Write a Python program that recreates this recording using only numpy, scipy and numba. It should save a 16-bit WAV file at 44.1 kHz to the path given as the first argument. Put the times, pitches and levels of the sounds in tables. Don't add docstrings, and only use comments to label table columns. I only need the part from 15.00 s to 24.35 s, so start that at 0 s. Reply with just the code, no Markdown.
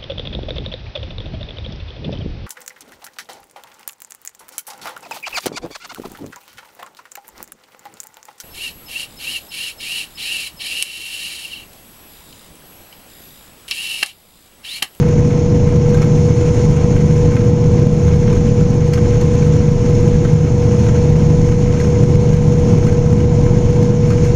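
import sys
import numpy as np
from scipy import signal
from scipy.fft import rfft, irfft
from scipy.io import wavfile
from scipy.ndimage import uniform_filter1d
from numba import njit

SR = 44100
rng = np.random.default_rng(int(sys.argv[2]) if len(sys.argv) > 2 else 0)


def waveform_to_disk(signal):
    frames = np.transpose(np.atleast_2d(signal))
    scaled = np.clip(frames, -1, 1) * 32767
    samples = np.round(scaled).astype(np.int16)
    wavfile.write(sys.argv[1], SR, samples)


def how_loud(loudness_db):
    steps = np.asarray(loudness_db, float) / 20
    return 10 ** steps


N = 412335

# pitch in Hz, rms level in dB.
DRUM_TONES = [(15.56, -32), (23.2, -36), (31.1, -28), (124.5, -20), (249.0, -36)]
# pitch in Hz, rms level in dB.
ENGINE_TONES = [(109.1, -20), (152.0, -18), (202.7, -29), (304, -40), (405.3, -45)]
# pitch in Hz, rms level in dB.
GEAR_TONES = [(150.9, -28), (333.9, -35), (453.6, -33), (483.9, -21), (1044, -50)]
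# pitch in Hz, rms level in dB.
SHAFT_TONES = [(29.7, -36), (30.4, -31), (41.7, -37), (79.6, -22), (84.2, -35), (88.7, -32), (99.9, -31),
               (200.1, -34), (207.3, -36), (213.3, -31), (222.9, -35), (236.4, -39), (259.1, -39),
               (278.5, -40), (282, -39), (346, -43)]
# frequency in Hz, level in dB per Hz.
PANEL_RUMBLE = [(12, -71.5), (26, -37.5), (58, -49.5), (90, -40), (135, -40.5), (160, -33.5), (185, -41),
                (270, -47), (325, -50), (350, -49), (430, -53.5), (515, -53), (545, -58.5), (1050, -64.5),
                (1090, -73.5), (1500, -105), (6000, -150)]
# frequency in Hz, level in dB per Hz.
GRAIN_HISS = [(700, -77), (1200, -73), (1800, -75.5), (2200, -73.5), (3800, -81.5), (5500, -75),
              (7100, -76), (7300, -87), (8500, -91.0), (9500, -96), (11500, -106), (14000, -113),
              (16000, -125)]
# pitch in Hz, relative level in dB, time to fade 60 dB in seconds.
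METAL_MODES = [(800, -3, .012), (1050, -2, .012), (1290, 0, .022), (1570, 0, .022), (1850, -1, .014),
               (2150, -1, .016), (2450, -2, .012), (2850, -3, .012), (3500, -6, .01), (4300, -6, .012),
               (5200, -7, .012), (6000, -7, .01), (6800, -9, .008), (8800, -22, .008), (10500, -33, .006),
               (12800, -39, .008)]
# start in seconds, peak in dB, centre of colour in Hz, relative treble in dB.
LOUD_KNOCKS = [(0.0278, -22, 1550, -9.5), (0.0842, -25, 1710, -0.5), (0.6888, -21.5, 1320, -6),
               (0.9441, -20, 1260, -0.5), (1.0185, -18, 1473, -1), (1.7105, -25, 1267, 1),
               (1.7658, -25, 1800, -7), (1.9635, -21.5, 2650, -7.5), (2.318, -23, 1306, -7),
               (2.3661, -18.5, 1930, -9.5), (3.081, -22, 1240, -19), (3.1365, -27.5, 1245, -12),
               (3.2767, -22.5, 1810, -10.5), (3.3272, -20.5, 1265, -3), (3.9345, -16.5, 2350, 5),
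               (4.1052, -24.5, 1526, -7.5), (4.2116, -23.5, 2160, 4.5), (4.4241, -26.5, 1550, -18),
               (5.25, -21.5, 1450, -8), (5.79, -28.5, 2600, 6), (5.8652, -21.5, 1610, -1),
               (6.156, -25, 1305, -13), (6.4887, -24, 1200, -7), (6.7363, -24.5, 1590, -8.5),
               (6.8007, -20.5, 2170, 2.5), (7.3298, -22, 1390, -2.5), (7.8281, -26.5, 1570, -14),
               (7.8676, -20.5, 1510, -0.5), (7.9267, -27, 2240, 1), (8.2028, -24, 1100, -11.5),
               (8.4642, -25, 1255, -7), (8.8315, -29.5, 1090, 14.5), (9.103, -22, 1070, -6.5),
               (9.248, -24, 2110, 1)]
# frequency in Hz, width in Hz, height in dB.
HOUSING_PEAKS = [(1300, 90, 3), (1560, 100, 3), (2170, 250, 2), (4815, 120, -23), (6230, 110, 4),
                 (6490, 120, 6), (6780, 80, 2), (6900, 80, -4), (7060, 110, 5), (7750, 180, -18),
                 (8250, 160, 5), (9650, 30, -9)]
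# time in seconds, level in dB.
MACHINE_LOAD = [(0, -12), (2, -10), (4.5, -10.5), (6, -10), (7.699, -10.5), (9.35, -12)]
# time in seconds, level in dB.
GRAIN_STREAM = [(0.0, -67.5), (0.77, -66.5), (1.19, -63), (1.58, -57.5), (1.68, -62.5), (2.15, -59),
                (2.51, -66), (3.16, -61), (3.68, -62.5), (3.99, -63), (5.05, -62), (6.79, -62),
                (7.17, -64.5), (7.69, -63), (8.05, -66), (8.6, -65), (8.96, -68.5), (9.3, -60)]

CRANK_HZ = 36.37
BODY_SHARE, FIZZ_SHARE, SPRAY_SHARE = 0.33, 0.63, 1.1
KNOCK_TREBLE_HZ = 5670
BOUNCE_S, BOUNCE_DB = .018, -7
RATTLE_DB, RATTLE_SPREAD_DB, RATTLE_TREBLE_DB = -30, 3.5, -7


def evened(x):
    return x / np.sqrt(np.mean(x ** 2) + 1e-20)


def around_mean(s, db, share):
    db = np.interp(np.arange(N) / SR, s, db)
    return how_loud(share * (db - db.mean()))


def drift(rate_hz):
    knots = rng.standard_normal(int(N / SR * 40) + 9)
    smooth = signal.lfilter([1], [1, -np.exp(-2 * np.pi * rate_hz / 40)], knots)
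    smooth = smooth - smooth.mean()
    return evened(np.interp(np.arange(N) / SR * 40, np.arange(len(knots)), smooth))


def noise(spectrum, size, patchy_db, flicker_db):
    hz = np.fft.rfftfreq(size, 1 / SR)
    frames = 4 * N // size + 8
    a, b, patches = rng.standard_normal((frames, len(hz), 3)).T
    patches = uniform_filter1d(patches, size=8, axis=0)
    patches = evened(uniform_filter1d(patches, size=10, axis=1))
    flicker = evened(uniform_filter1d(rng.standard_normal(frames), size=6))
    f, db = np.transpose(spectrum)
    level = np.interp(np.log(hz + 1), np.log(f + 1), db)
    z = (a + 1j * b) * how_loud(level[:, None] + patchy_db * patches + flicker_db * flicker)
    x = signal.istft(z, nperseg=size, noverlap=size * 3 // 4)[1][:N]
    total_rms = np.sqrt(np.sum(how_loud(level) ** 2) * hz[1])
    return evened(x) * total_rms


def tones(table, db, waver_hz, waver_db):
    out = np.zeros(N)
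    for hz, level_db in table:
        turns = np.cumsum(hz + waver_hz * drift(1.4)) / SR + rng.random()
        gain = how_loud(level_db + db + waver_db * drift(3.6))
        out += gain * np.sqrt(2) * np.sin(2 * np.pi * turns)
    return out


def machine():
    low = tones(DRUM_TONES, 0.089, 0.13, 0.66)
    low += tones(ENGINE_TONES, 0.11, 0.12, 0.62)
    low += tones(SHAFT_TONES, 0.11, 0.1, 2.4)
    rumble = noise(PANEL_RUMBLE, size=8192, patchy_db=0.84, flicker_db=1.0)
    whine = tones(GEAR_TONES, 0.1, 0.21, 0.92)
    return around_mean(*np.transpose(MACHINE_LOAD), 0.65) * (low + rumble) + whine


def above(x, hz):
    return signal.sosfiltfilt(signal.butter(4, hz, "high", fs=SR, output="sos"), x)


def kernel_ticks():
    strengths = how_loud(1.3 * np.minimum(rng.exponential(1, N), 4))
    strikes = strengths * (rng.random(N) < 60 / SR)
    return signal.lfilter([1], [1, -np.exp(-1 / (.004 * SR))], strikes)


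def grain():
    hiss = noise(GRAIN_HISS, size=512, patchy_db=1.0, flicker_db=0.53)
    top, highest = above(hiss, 7800), above(hiss, 10300)
    s, db = np.transpose(GRAIN_STREAM)
    throb = 1 + 0.035 * np.cos(2 * np.pi * CRANK_HZ * np.arange(N) / SR)
    kernels = kernel_ticks()
    gusts = how_loud(3.0 * drift(8))
    body = around_mean(s, db, BODY_SHARE) * (hiss - top) * np.sqrt(1 + 0.31 * kernels ** 2)
    fizz = around_mean(s, db, FIZZ_SHARE) * (top - highest) * np.sqrt(1 + 0.17 * kernels ** 2)
    spray = around_mean(s, db, SPRAY_SHARE) * gusts * highest * np.sqrt(1 + .9 * kernels ** 2)
    return throb * (body + gusts ** 0.24 * fizz + spray)


def knock(peak_db, centre_hz, treble_db, treble_hz, chance):
    t = np.arange(3000) / SR
    hz, db, t60 = np.transpose(METAL_MODES)[:, :, None]
    low_db = -4. * abs(np.log2(hz / centre_hz))
    high_db = treble_db - 3.0 * np.minimum(abs(np.log2(hz / treble_hz)), .8)
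    colour_db = np.where(hz < 3200, low_db, high_db)
    fading = how_loud(db + colour_db + 1.5 * chance - 60 * t / t60)
    modes = fading * np.sqrt(hz / 1500) * np.sin(2 * np.pi * hz * (1 + .04 * chance) * t)
    scrape = rng.standard_normal(len(t)) * (np.exp(-t / .005) + .3 * np.exp(-t / .025))
    ring = signal.fftconvolve(scrape, modes.sum(0))[:len(t)]
    return how_loud(peak_db) * ring / abs(ring).max()


def clatter():
    out = np.zeros(N + 9000)
    loud = [(*row, KNOCK_TREBLE_HZ) for row in LOUD_KNOCKS]
    bounces = []
    for s, db, hz, _, top_hz in loud:
        for k, (a, b, c) in enumerate(rng.random((2, 3)), start=1):
            start = s + BOUNCE_S * (k + a - .5)
            peak_db = db + BOUNCE_DB * (.5 + b)
            bounces.append((start, peak_db, hz * 2 ** (.4 * c - .3), RATTLE_TREBLE_DB, top_hz))
    small = []
    for s, a, b, c in rng.random((125, 4)):
        peak_db = RATTLE_DB + RATTLE_SPREAD_DB * np.log(a + .05)
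        small.append((s * N / SR, peak_db, 1200 * 2 ** b, RATTLE_TREBLE_DB, 3300 * 2 ** c))
    for s, peak_db, *colour in loud + bounces + small:
        at = round(s * SR)
        out[at:at + 3000] += knock(peak_db, *colour, rng.standard_normal((len(METAL_MODES), 1)))
    return out[:N]


def scene():
    return (machine() + grain() + clatter())[None]


@njit
def stepped_gain(x, ceiling, step, recovery, late):
    gains, gain, due = np.ones_like(x), 1., False
    for i in range(1, len(x) - late):
        due = due or abs(x[i]) * gain > ceiling
        if due and x[i] * x[i - 1] <= 0:
            gain, due = gain * step, False
        gain = min(gain * recovery, 1.)
        gains[i + late] = gain
    return gains * x


def housing(x):
    hz = np.fft.rfftfreq(N, 1 / SR)
    colour_db = sum(db / (1 + (2 * (hz - f) / width) ** 2) for f, width, db in HOUSING_PEAKS)
    return irfft(rfft(x) * how_loud(colour_db), N)


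def top_cut(x):
    return signal.sosfilt(signal.butter(12, 15130, fs=SR, output="sos"), x)


def record(dry):
    heard = how_loud(-9.1) * evened(housing(dry[0]))
    stepped = stepped_gain(heard, .84, how_loud(-1.4), how_loud(18 / SR), 34)
    limited = signal.sosfilt(signal.ellip(5, 1, 22, 14050, fs=SR, output="sos"), stepped)
    coupled = signal.lfilter(*signal.butter(2, 13., "high", fs=SR), limited)
    mix = np.clip(coupled, -1, 1)[None]
    return top_cut(mix)


dry = scene()
out = record(dry)
waveform_to_disk(out)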